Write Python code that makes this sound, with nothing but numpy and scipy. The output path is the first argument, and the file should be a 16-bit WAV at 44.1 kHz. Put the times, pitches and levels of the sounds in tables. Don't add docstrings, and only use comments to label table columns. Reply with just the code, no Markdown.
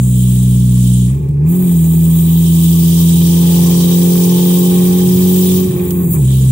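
import sys
import numpy as np
from scipy import signal
from scipy.fft import rfft, irfft, next_fast_len
from scipy.io import wavfile
from scipy.ndimage import uniform_filter1d

SR = 44100
rng = np.random.default_rng(int(sys.argv[2]) if len(sys.argv) > 2 else 0)


def digitize_waveform(pressure):
    field = np.atleast_2d(pressure).T
    bounded = np.clip(field, -1, 1)
    quanta = np.round(bounded * 32767).astype(np.int16)
    wavfile.write(sys.argv[1], SR, quanta)


def attenuation_scalar(level_db):
    decades = np.asarray(level_db, float) / 20
    return 10 ** decades


N = 287091
IDLE_HZ = 63

# pitch_hz, level_db
HISS = [(2300, -17), (2640, -15.5), (3100, -2.5), (3760, -7), (4400, -9), (6000, -5.5), (8500, 1.5),
        (9600, -1), (10800, -4), (11800, -2.5), (12600, -2), (14000, 4), (14700, -1.5), (15700, 9.5)]
# pitch_hz, left_minus_right_db
TILT = [(60, 0), (200, -.3), (380, -2.5), (700, 1.6), (1290, -.2), (2380, .8), (4400, -1.8), (8120, -1.7),
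        (11000, -.5), (15000, 3.5)]


def in_time(rows):
    s, *columns = np.transpose(rows)
    return [np.interp(np.arange(N) / SR, s, c) for c in columns]


def at_speed(rows, base_hz):
    speed_hz, *columns = np.transpose(rows)
    return [np.interp(base_hz, speed_hz, c) for c in columns]


def at_hz(points, hz):
    point_hz, point_db = np.transpose(points)
    return np.interp(np.log(hz + 1e-9), np.log(point_hz + 1), point_db)


def swell(start_s, full_s, fading_s, end_s):
    return np.interp(np.arange(N) / SR, np.sort([start_s, full_s, fading_s, end_s]), [0, 1, 1, 0])


def humps(rows):
    t = np.arange(N) / SR
    return sum(db * np.exp(-((t - s) / half_s) ** 2) for s, half_s, db in rows)


def bumps(peaks, hz):
    power = sum(attenuation_scalar(2 * db) / (1 + (2 * (hz - f) / width_hz) ** 2) ** 2 for f, width_hz, db in peaks)
    return 10 * np.log10(power + 1e-12)


def rms_one(x):
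    return x / np.sqrt(np.mean(x ** 2) + 1e-20)


def drift(rate_hz):
    pole = np.exp(-80 * np.pi * rate_hz / SR)
    white = rng.standard_normal(N // 40 + 2002)
    slow = signal.lfilter([1], [1, -2 * pole, pole * pole], white)[2000:]
    return np.interp(np.arange(N) / 40, np.arange(len(slow)), rms_one(slow))


def noise(shape_db, low_hz, high_hz, patchy_db, count):
    # pitch_hz, side_minus_mid_db
    side_level = [(60, -13), (100, -14), (140, -23), (230, -9), (380, -5), (700, 1), (1290, -.6),
                  (2380, .6), (4400, .2), (8120, .8), (15000, .3)]
    size = next_fast_len(N)
    hz = np.arange(size // 2 + 1) * SR / size
    mid, side = rfft(rng.standard_normal((2, size))) * attenuation_scalar(shape_db(hz))
    side = side * attenuation_scalar(at_hz(side_level, hz))
    pair = np.array([mid + side, mid - side]) * attenuation_scalar(at_hz(TILT, hz) * np.array([[.5], [-.5]]))
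    place = np.log(hz / low_hz + 1e-9) / np.log(high_hz / low_hz) * count
    edge = np.log(np.minimum(hz / low_hz, high_hz / (hz + 1)) + 1e-9)
    inside = np.sqrt(np.clip(edge / .2 + .5, 0, 1)) * (hz < 16500)
    out, together = 0, drift(2.6)
    for k in range(count + 1):
        mask = np.cos(np.pi / 2 * np.clip(np.clip(place, 0, count) - k, -1, 1)) * inside
        band = irfft(pair * mask, size)[:, :N]
        out = out + band * attenuation_scalar(patchy_db * (0.49 * together + drift(41.0)))
    return out / np.sqrt(np.mean(out.mean(axis=0) ** 2))


def order(phase, hz, level_db):
    # pitch_hz, left_lead_rad
    port_lead = [(60, .04), (85, .3), (125, .05), (170, .22), (250, .55), (275, 1.3), (335, .75),
                 (365, -.55), (420, -1.1), (700, -1.8)]
    spread_rad = at_hz(port_lead, hz) / 2
    ratio = attenuation_scalar(at_hz(TILT, hz) / 2)
    gain = np.sqrt(2) * attenuation_scalar(level_db) / np.cos(spread_rad)
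    return gain * np.array([ratio * np.sin(phase + spread_rad), np.sin(phase - spread_rad) / ratio])


def engine_levels(base_hz):
    # time_s, effort_db against full pull
    effort = [(0, -1), (.95, -.5), (1.08, -2), (1.3, -7), (1.45, -0.8), (1.6, -1), (1.8, 0), (5.4, 0.5),
              (5.63, -1.5), (5.76, -8), (5.9, -4.5), (6.14, -6.5), (6.2, -0.6), (6.51, 0.5)]
    # base_hz, multiple_1_db, multiple_2_db, multiple_3_db, multiple_4_db
    pipe_tuning = [(61.2, -20.3, -9.2, -13, -28.5), (62.1, -21, -9.1, -14.2, -29),
                   (62.35, -21.7, -9.3, -17.5, -32.5), (65.5, -20.8, -8.8, -22, -38.5),
                   (68, -21, -9, -23, -39), (70.5, -22.5, -9, -32, -42), (82.5, -22, -8.6, -30.7, -34.5),
                   (84.3, -22.3, -8.3, -29.5, -29.5), (86.6, -27, -9.4, -28.3, -24.5),
                   (89.4, -39, -9.9, -30, -20.3), (90.2, -28.5, -9.9, -30, -19.5),
                   (92, -25.5, -10.2, -30.4, -18.8)]
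    # base_hz, upper_orders_db, wastegate_rasp_db, body_roar_db
    by_speed = [(62.3, -59, -10, -45), (66.5, -52, -17, -42), (72.1, -38.5, 2, -52),
                (83.5, -41.5, -4.5, -41), (85.14, -36, 6.5, -39.5), (87.54, -33, 9, -37.5),
                (93.4, -33.5, 3, -35), (92.3, -31.5, 1.5, -35.5)]
    effort_shares = (0.16, 1.0, 0.86, 0.34)
    # start_s, full_s, fading_s, end_s
    free_rev = (1.472, 1.56, 1.7, 1.79)
    free_rev_loss_db = (5.2, 0.1, 2.2, 4.9, 6.4, 13, 3.6)
    (effort_db,) = in_time(effort)
    unloaded = swell(*free_rev)
    tuned_db = at_speed(pipe_tuning, base_hz) + at_speed(by_speed, base_hz)
    shares = (*effort_shares, 1.83, 0, 0.59)
    return [level_db + share * effort_db - loss_db * unloaded
            for level_db, share, loss_db in zip(tuned_db, shares, free_rev_loss_db)]


def exhaust(base_hz, turn, levels_db, uneven, upper_db, rasp_db):
    pipe_lag_rad = (.8, 0, 1.3, 3.3)
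    # time_s, depth_db, half_width_s
    misfires = [
        (1.284, 14, .010),
        (5.72, 4, .015),
        (5.785, 11, .013),
        (6.14, 6, .012),
    ]
    # pitch_hz, pass_db
    response = [(40, -35), (135, -11), (210, -19), (300, -10), (390, -2), (450, -2.5), (540, -15.5),
                (600, -34), (680, -17.5), (740, -31), (800, -12.5), (835, -16.5), (872, -11), (950, -25),
                (1060, -13.5), (1160, -29)]
    # pitch_hz, drop_db
    half_drop = [(400, 0), (560, -6), (700, -20), (1000, -16), (1100, -16)]
    # pitch_hz, share
    rasp_share = [(420, 0), (480, 1), (580, 1), (680, 0)]
    skip_db = humps([(s, half_s, depth_db) for s, depth_db, half_s in misfires])
    out = 0
    for k, level_db in enumerate(levels_db, 1):
        shake_db = (.2 + 7.0 * uneven) * drift(25.0) - skip_db * (k < 4)
        lag_rad = pipe_lag_rad[k - 1] + .8 * uneven * drift(25.0)
        out = out + order(k * turn - lag_rad, k * base_hz, level_db + 0.58 + shake_db)
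    for k in [.5, 1.5, 2.5, 3.5, *np.arange(4.5, 13.1, .5)]:
        hz = k * base_hz
        pass_db = at_hz(response, hz) + at_hz(rasp_share, hz) * rasp_db
        if k % 1:
            pass_db = pass_db + at_hz(half_drop, hz)
        pass_db = pass_db + np.minimum(uneven, .17) * 60 * np.exp(-((hz - 385) / 45) ** 2)
        wobble_rad = rng.uniform(0, 2 * np.pi) + (.25 + 2.0 * uneven) * drift(10.0)
        wander_db = (1.5 + 2.0 * (k > 6.6)) * drift(1.5)
        out = out + order(k * turn + wobble_rad, hz, upper_db + pass_db + wander_db)
    return out


def road_rumble():
    # pitch_hz, level_db
    rumble = [(12, -76), (20, -34.5), (118, -13.5), (149, -4), (172, -13.5), (198, -13), (222, -16),
              (290, -20), (340, -19), (600, -39), (780, -74), (1320, -120)]
    level_db = -27 + 0.86 * np.arange(N) / SR
    return attenuation_scalar(level_db) * noise(lambda hz: at_hz(rumble, hz), 20, 600, patchy_db=.7, count=4)


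def cabin_boom(base_hz, lift, thump_db):
    level_db = -39 + 20 * lift + 0.34 * (base_hz - IDLE_HZ) + thump_db
    return attenuation_scalar(level_db) * noise(lambda hz: bumps([(138.6, 23, 0)], hz), 60, 300, patchy_db=1.0, count=1)


def body_roar(roar_db):
    # pitch_hz, level_db
    roar = [(320, -22), (550, -3.5), (713, -10.5), (837, -4), (956, -14.5), (1090, -3), (1340, -20.5),
            (1860, -12.5), (2170, -19), (2380, -10.5), (2700, -11), (3510, -33), (5940, -120)]
    return attenuation_scalar(roar_db - 3.5) * noise(lambda hz: at_hz(roar, hz), 487, 2680, patchy_db=2.5, count=4)


def air_levels(base_hz):
    # time_s, flow_db, boost_db against full
    air = [(0, -32.5, -19), (.25, -31, -10.5), (.75, -34, -7), (.96, -33.5, -5.5), (1.06, -37, -4),
           (1.19, -49, -8), (1.42, -67.5, -3), (1.49, -37, -17.5), (1.72, -34.5, -11), (1.95, -32.5, -14),
           (2.62, -29.5, -2.5), (3.3, -30, 2), (5.57, -29, -1), (5.7, -39, -1), (5.8, -38, -7),
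           (6.1, -34.5, -28), (6.33, -31, -6.5), (6.51, -33, -7.5)]
    air_offset_db = (-4.5, -5.5, 0.5, -1.5)
    boost_shares = (0.65, 1.0, 0.074, 0)
    surge_shares = (.2, .2, 0.18, 0.52)
    # time_s, half_width_s, turbine_db
    surges = [
        (.88, 0.16, 10),
        (1.5, .04, 3),
        (1.68, 0.033, 4),
        (2.19, 0.033, 5),
        (2.33, 0.054, 4),
        (5.0, 0.27, -9),
        (5.89, 0.062, 6.5),
        (6.125, 0.023, 19),
    ]
    flow_db, boost_db = in_time(air)
    surge_db = humps(surges)
    levels_db = [flow_db + offset_db + share * boost_db + surge_share * surge_db
                 for offset_db, share, surge_share in zip(air_offset_db, boost_shares, surge_shares)]
    levels_db[-1] = levels_db[-1] + 0.3462 * (base_hz - IDLE_HZ)
    return levels_db


def airflow(turn, levels_db):
    # pitch_hz, width_hz, level_db
    throat = [(3170, 110, 0), (3830, 130, -2)]
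    hiss_edges_hz = [2300, 4200, 6500, 11000, 18500]
    pulse = attenuation_scalar(0.23 * np.sin(2 * turn) + 0.35 * np.sin(turn) + 0.18 * np.sin(turn / 2))
    out = attenuation_scalar(levels_db[0] - 8.5) * noise(lambda hz: bumps(throat, hz), 2100, 4800, patchy_db=4.0, count=2)
    for low_hz, high_hz, level_db in zip(hiss_edges_hz, hiss_edges_hz[1:], levels_db):
        band = noise(lambda hz: at_hz(HISS, hz), low_hz, high_hz, patchy_db=1.93, count=2)
        out = out + attenuation_scalar(level_db - 1.47) * band
    return pulse * out


def duct_whistles(turbine_db):
    # pitch_hz, width_hz, level_db
    whistles = [(9050, 130, -10), (9250, 90, -12), (12165, 50, -10), (12445, 60, -10), (12828, 60, -7),
                (13080, 70, -12), (15222, 60, 0)]
    level_db = 1.3 * (turbine_db + 26) - 35.5
    return attenuation_scalar(level_db) * noise(lambda hz: bumps(whistles, hz), 6200, 20000, patchy_db=2.5, count=4)


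def microphone_hiss():
    return attenuation_scalar(-59) * noise(lambda hz: 0 * hz, 2500, 18000, patchy_db=-1.5, count=2)


def valve_puffs():
    # time_s, level_db
    spits = [
        (1.287, -40),
        (5.906, -21.5),
        (6.125, -38),
    ]
    t = np.arange(N) / SR
    shape = sum(attenuation_scalar(db) * (t > s) * np.exp(-np.maximum(t - s, 0) / 0.0063) for s, db in spits)
    return shape * noise(lambda hz: at_hz(HISS, hz), 800, 18000, patchy_db=0, count=1)


def scene():
    # time_s, base_order_hz
    speed = [(0, 62.3), (1.0, 61.3), (1.07, 60.5), (1.16, 69.5), (1.25, 71.7), (1.39, 70.8), (1.55, 89.8),
             (1.62, 91.0), (1.8, 82.0), (3.2, 84.6), (5.3, 91.5), (5.7, 92.2), (5.76, 89.9), (6.0, 88.2),
             (6.15, 83.3), (6.25, 62.5), (6.31, 66.3), (6.51, 64.9)]
    # start_s, full_s, fading_s, end_s, roughness
    lifts = [
        (1.05, 1.2, 1.55, 1.8, .11),
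        (5.55, 5.75, 6.15, 6.25, .18),
    ]
    # time_s, half_width_s, boom_db, upper_orders_and_roar_db
    jolts = [
        (1.24, 0.12, 20.5, 7),
        (1.64, 0.04, 14, 3),
        (3.75, 0.57, 4, 2.5),
        (5.13, .1, 11.5, -1.3),
        (5.72, .04, 6, 2.5),
        (5.78, 0.032, 11.5, 6.5),
        (5.84, 0.045, -2.5, 4.5),
        (6.17, 0.042, 11, 9),
    ]
    (base_hz,) = in_time(speed)
    turn = 1 + 2 * np.pi * np.cumsum(base_hz) / SR
    *levels_db, upper_db, rasp_db, roar_db = engine_levels(base_hz)
    lift = sum(rough * swell(*times) for *times, rough in lifts)
    levels_db[0] = levels_db[0] + swell(*lifts[-1][:-1]) * np.maximum(-25.5 - levels_db[0], 0)
    thump_db = humps([(s, half_s, boom_db) for s, half_s, boom_db, _ in jolts])
    bark_db = humps([(s, half_s, upper) for s, half_s, _, upper in jolts])
    air_db = air_levels(base_hz)

    mix = exhaust(base_hz, turn, levels_db, .04 + lift, upper_db + bark_db, rasp_db)
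    mix = mix + road_rumble() + cabin_boom(base_hz, lift, thump_db) + body_roar(roar_db + bark_db)
    mix = mix + airflow(turn, air_db) + duct_whistles(air_db[-1]) + microphone_hiss()
    return mix + valve_puffs()


def top_cut(x):
    return signal.sosfilt(signal.butter(12, 17030, fs=SR, output="sos"), x)


def record(dry):
    hold_db, squeeze = -9, .5
    power = np.mean(dry, axis=0) ** 2
    quick, slow = (uniform_filter1d(power, size=n) for n in (700, 6000))
    loud = slow > attenuation_scalar(2 * (hold_db - 2))
    active = uniform_filter1d(loud * 1., size=2000)
    evened = dry * (slow / (quick + 1e-9)) ** (squeeze / 2 * active)
    rounded = evened / (1 + np.abs(evened / .97) ** 8) ** (1 / 8)
    low_pass = signal.ellip(12, .5, 60, 15740, fs=SR, output="sos")
    return top_cut(signal.sosfilt(low_pass, rounded))


dry = scene()
out = record(dry)
digitize_waveform(out)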